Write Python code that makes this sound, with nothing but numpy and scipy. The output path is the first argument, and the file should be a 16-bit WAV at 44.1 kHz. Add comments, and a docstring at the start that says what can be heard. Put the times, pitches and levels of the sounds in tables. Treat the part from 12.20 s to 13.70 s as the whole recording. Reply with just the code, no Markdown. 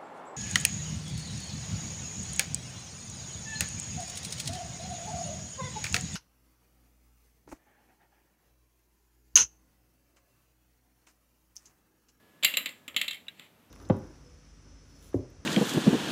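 """A small hard ball drops on a tabletop and clacks against a hollow plastic toy; a second run of clacks
bounces ever faster and dies out, then light taps and a soft scrape follow. Each contact is a sharp crack,
a short ring and a dull knock of the table, heard in a small room through a peaky microphone, over faint
hiss, hum and a thin whine."""
import sys
import numpy as np
from scipy import signal
from scipy.fft import rfft, irfft, next_fast_len
from scipy.io import wavfile
from scipy.ndimage import uniform_filter1d

SR = 44100
rng = np.random.default_rng(int(sys.argv[2]) if len(sys.argv) > 2 else 0)


def store_wav(level_fs):
    """Save 16-bit WAV to argv[1]."""
    pcm = np.round(np.clip(np.atleast_2d(level_fs), -1, 1) * 32767)
    wavfile.write(sys.argv[1], SR, pcm.T.astype(np.int16))


N = 66150
HIT_T = np.arange(8192) / SR
HIT_RISE = 1 - np.exp(-HIT_T / 0.00019)

# contact noise spectrum: f/Hz, level/dB
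CRACK_SPECTRUM = [(100, -52), (600, -19), (950, -23.5), (1550, -14.5), (2050, 0.5), (3000, 0.5), (4000, -3),
                  (5000, -13), (8000, -9), (13000, -12), (16000, -9)]


def amp(db):
    """dB to gain."""
    return 10 ** (np.asarray(db) / 20)


def unit(x):
    """Scale to rms 1."""
    return x / np.sqrt(np.mean(x ** 2) + 1e-20)


def curve(points):
    """(f/Hz, value) rows to a function of Hz, interpolated on a log axis."""
    knots_hz, values = np.transpose(points)
    return lambda hz: np.interp(np.log(hz + 1), np.log(knots_hz + 1), values)


def coloured(x, db_of_hz):
    """Minimum-phase filter with the given dB curve."""
    size = 2 * next_fast_len(len(x))
    gain = amp(db_of_hz(np.fft.rfftfreq(size, 1 / SR)))
    cepstrum = irfft(np.log(gain), size)
    cepstrum[1:size // 2] *= 2
    cepstrum[size // 2 + 1:] = 0
    return irfft(rfft(x, size) * np.exp(rfft(cepstrum)), size)[:len(x)]


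def burst(db_of_hz, t60_s, hold_s=0):
    """Decaying burst of dense, evenly strong partials, then coloured."""
    envelope = HIT_RISE * amp(-60 * np.maximum(HIT_T - hold_s, 0) / t60_s)
    x = rng.standard_normal(len(envelope)) * envelope
    for _ in range(4):
        flat = irfft(np.exp(1j * np.angle(rfft(x))), len(x))
        local_rms = np.sqrt(np.abs(uniform_filter1d(flat * flat, size=90)) + 1e-14)
        x = flat * envelope / local_rms
    return unit(coloured(x, db_of_hz)) * np.sqrt(np.mean(envelope ** 2))


def ringing(modes):
    """Struck modes as damped sines; rows: f/Hz, level/dB, t60/s."""
    return HIT_RISE * sum(amp(db - 60 * HIT_T / t60_s) * np.sin(2 * np.pi * (hz * HIT_T + rng.random()))
                          for hz, db, t60_s in modes)


def room(x, wet_db):
    """Direct sound plus a small room's tail, each frequency dying at its own rate."""
    # reverberation time: f/Hz, t60/s
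    decay = [(150, 0.56), (500, 0.58), (2500, 0.24), (7000, 0.38), (14000, 0.25)]
    # tail colour: f/Hz, level/dB
    colour = [(150, -1.5), (500, -2.5), (2200, 1), (4500, -6.5), (7500, -8.5), (13000, 0.5)]
    hz, t, noise = signal.stft(rng.standard_normal(2 * len(x)), SR, nperseg=256)
    tail = signal.istft(noise * amp(-60 * t / curve(decay)(hz)[:, None]), SR, nperseg=256)[1]
    tail *= 1 - np.exp(-(np.arange(len(tail)) / SR / 0.005) ** 2)  # 5 ms build-up
    tail = coloured(tail / np.linalg.norm(tail), curve(colour))
    wet = amp(wet_db) * signal.fftconvolve(x, tail)
    return np.pad(x, (0, len(wet) - len(x))) + wet


def background(floor_db=-63, whine_hz=1697, whine_db=-72.5, whine_end_s=1):
    """Steady room hum and hiss; a thin whine that fades out."""
    # hum and hiss spectrum: f/Hz, level/dB
    floor_spectrum = [(20, -32.5), (45, -22.5), (87, -5.5), (130, -9), (200, -2.5), (320, -8.5), (600, -13),
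                      (1500, -18.5), (3000, -20.5), (5000, -28), (10000, -30), (13000, -25), (16000, -35)]
    t = np.arange(N) / SR
    floor = unit(coloured(rng.standard_normal(N), curve(floor_spectrum)))
    fade = np.clip((whine_end_s - t) / 0.1, 0, 1)
    whine = np.sqrt(2) * np.sin(2 * np.pi * whine_hz * t) * fade
    return amp(floor_db) * floor + amp(whine_db) * whine


def crack(treble_db, band_hz, band_db, t60_s, spot, width_oct=0.14, fizz_hz=13320):
    """Sharp crack of a hard contact, with a brighter snap at the instant of impact."""
    # snap spectrum: f/Hz, level/dB
    snap_spectrum = [(2000, -24.5), (4000, -7.5), (7000, 0), (13000, 1), (16000, -11)]
    treble_shelf = curve([(3800, 0.078), (7500, 1)])
    fizz_db = 5.5 * (1 - 2 * spot)

    def bell(hz, centre_hz):
        return np.exp(-(np.log2((hz + 1) / centre_hz) / width_oct) ** 2)

    def spectrum_db(hz):
        tilted_db = curve(CRACK_SPECTRUM)(hz) + treble_db * treble_shelf(hz)
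        return tilted_db + band_db * bell(hz, band_hz) + fizz_db * bell(hz, fizz_hz)

    body = burst(spectrum_db, t60_s, hold_s=0.003)
    snap = burst(curve(snap_spectrum), t60_s=0.0093, hold_s=0.0016)
    return body + amp(treble_db - 8) * snap


def table_knock():
    """Struck tabletop: returns its dull thud and its low ring."""
    # thud spectrum: f/Hz, level/dB
    thud_spectrum = [(40, -48), (130, -9.5), (270, 4.5), (400, -11.5), (570, 0.5), (800, -13.5),
                     (1250, -0.5), (2500, -25)]
    # tabletop modes: f/Hz, level/dB, t60/s
    modes = [(195, -13.5, 0.23), (272, -4, 0.078), (550.5, -1.5, 0.062)]
    return amp(-22.5) * burst(curve(thud_spectrum), t60_s=0.067), amp(-25.5) * ringing(modes)


def toy_ring(spot):
    """Ring of toy and table; mode levels depend on the spot struck, 0 to 1."""
    # per mode: f/Hz; level/dB at spot 0; level/dB at spot 1; t60/s
    mode_hz = [1215, 1810, 2006, 2064, 2178, 2700, 2794, 3008, 3118, 3292, 3458, 3568, 3888, 3972, 4310,
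               6915, 7342, 7720]
    spot0_db = [-28.5, -19.5, -21.5, -12.5, -15.5, -8, 3.5, -22, -19, -14.5, -7, -6.5, -2.5, -0.5, -15.5,
                -25.5, -7, -8.5]
    spot1_db = [-20, -16.5, -14.5, -22, -7, -2.5, -12, -14.5, -5, -8.5, -7, -4, -5, -12, -14, -6.5, -21.5,
                -17]
    mode_t60_s = [0.053, .09, .13, 0.15, 0.092, 0.11, .09, 0.12, 0.16, .11, 0.061, 0.072, 0.078, 0.096,
                  0.11, .05, 0.046, 0.031]
    mode_db = spot0_db + spot * np.subtract(spot1_db, spot0_db)
    return ringing(zip(mode_hz, mode_db, mode_t60_s))


def ball():
    """Bouncing ball: each contact cracks, knocks the table and rings the toy."""
    # t/s, level/dB, treble/dB, knock/dB, band f/Hz, band gain/dB, crack t60/s, ring/dB, spot/0-1
    contacts = [ (0.227, -33.5, -13, 16.5, 3460, 1.5, 0.082, 3, 0.26),
                (.2333, -21, -4, 3.5, 3660, 5.5, 0.064, -0.5, 0.8),
                (.2466, -11, 2, -12.5, 4700, 5, .028, -0.5, 0.12),
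                (0.339, -28.5, -8, 6, 2690, 9.5, .05, 2, 0.64),
                (0.37, -18.5, 0.5, 3.5, 2760, 4.5, 0.028, -1, 0),
                (0.4584, -26, -1.5, 3.5, 2290, 3.5, .035, 2, 0.55),
                (0.4907, -39.5, 2, 7.5, 2520, -1.5, 0.033, -3, 0.9),
                (0.6793, -34, 0, 11, 4300, -11, 0.039, -11, .9),
                (0.7445, -43, -12, 15, 3130, 8.5, 0.017, -26, 0.84),
                (0.7634, -20.5, 0, 1, 3150, 10.5, 0.044, 4.5, 1),
                (.7965, -41, -8, -2, 2800, 3, .07, -1, .8),
                (0.8139, -22.5, -1, -5.5, 1940, 3.5, .028, 1.5, 1),
                (.8420, -41, -6, 15, 3000, -15, 0.039, -1, 0.7),
                (.8800, -28, -0.5, -19, 3880, 7, .035, 6, 0.5),
                (.9095, -32.5, 0, -15, 3860, 11.5, 0.031, 6, 0.95),
                (.9305, -38, -1.5, -21, 3650, 8, 0.042, 1, 1),
                (.9445, -39.5, 0.5, -24.5, 2220, 11.5, .03, -4, 1),
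                (.9555, -53, 9, -16, 2250, 15, 0.025, -6, 0.3),
                (1.0660, -55.5, -6, 16.5, 2700, 18, 0.029, -14, 0.6),
                (1.1957, -40.5, -3.5, 9.5, 3500, 5.5, 0.0064, -9, 0.76), ]
    out = np.zeros(N + SR)
    for start_s, level_db, treble_db, knock_db, band_hz, band_db, t60_s, ring_db, spot in contacts:
        impact = crack(treble_db, band_hz, band_db, t60_s, spot)
        thud, table_ring = table_knock()
        ring = amp(knock_db) * table_ring + amp(ring_db - 6.5) * toy_ring(spot)
        clack = room(impact + amp(knock_db) * thud, wet_db=-5) + room(ring, wet_db=-10.5)
        out[round(start_s * SR):][:len(clack)] += amp(level_db) * clack
    return out[:N]


def toy_tap(start_s=1.0825, gain_db=-38):
    """Light nudge of the toy: a click in the room and a dry ring."""
    # modes of the nudged toy: f/Hz, level/dB, t60/s
    modes = [(1626, -11.5, 0.093), (1836, -11, 0.052), (2440, -21, 0.045), (2690, -4, 0.063),
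             (2880, -3.5, 0.054), (3507, 5, 0.032), (3946, 4, 0.035), (3830, 5.5, 0.039)]
    tilt_db = curve([(4000, -3.5), (6000, -8.5)])
    click = burst(lambda hz: curve(CRACK_SPECTRUM)(hz) + tilt_db(hz), t60_s=0.0317)
    tap = room(amp(0.5) * click, wet_db=-5.5)
    tap[:len(HIT_T)] += ringing(modes)
    return amp(gain_db) * np.pad(tap, (round(start_s * SR), N))[:N]


def scrape(peak_s=1.221, sigma_s=0.043, gain_db=-56.5):
    """Soft scrape on the table: a brief swell of rubbing noise."""
    t = np.arange(N) / SR
    tilt_db = curve([(1500, 3.5), (7000, -2)])
    rub = unit(coloured(rng.standard_normal(N), lambda hz: curve(CRACK_SPECTRUM)(hz) + tilt_db(hz)))
    swell = np.exp(-((t - peak_s) / sigma_s) ** 2 / 2)
    return amp(gain_db) * rub * swell


def scene():
    """Table sounds coloured by the microphone, over the background; mono."""
    # microphone treble peaks and notches: f/Hz, gain/dB
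    mic_response = [(4700, -1), (5700, -11.5), (6350, -12.5), (6850, -4.5), (7350, 5.5), (8200, -6),
                    (8700, -2.5), (9400, -27), (9900, -15), (10250, -19), (10850, 1), (11800, -19),
                    (12500, -2), (13200, 1.5), (14200, -9.5), (15300, -14), (16000, -15)]
    table_sounds = ball() + toy_tap() + scrape()
    return (coloured(table_sounds, curve(mic_response)) + background())[None]


def record(dry):
    """Brick-wall low-pass."""
    cutoff_hz = 15850
    size = next_fast_len(N + SR // 2)
    passband = np.fft.rfftfreq(size, 1 / SR) < cutoff_hz
    return irfft(rfft(dry, size) * passband, size)[..., :N]


dry = scene()
out = record(dry)
store_wav(out)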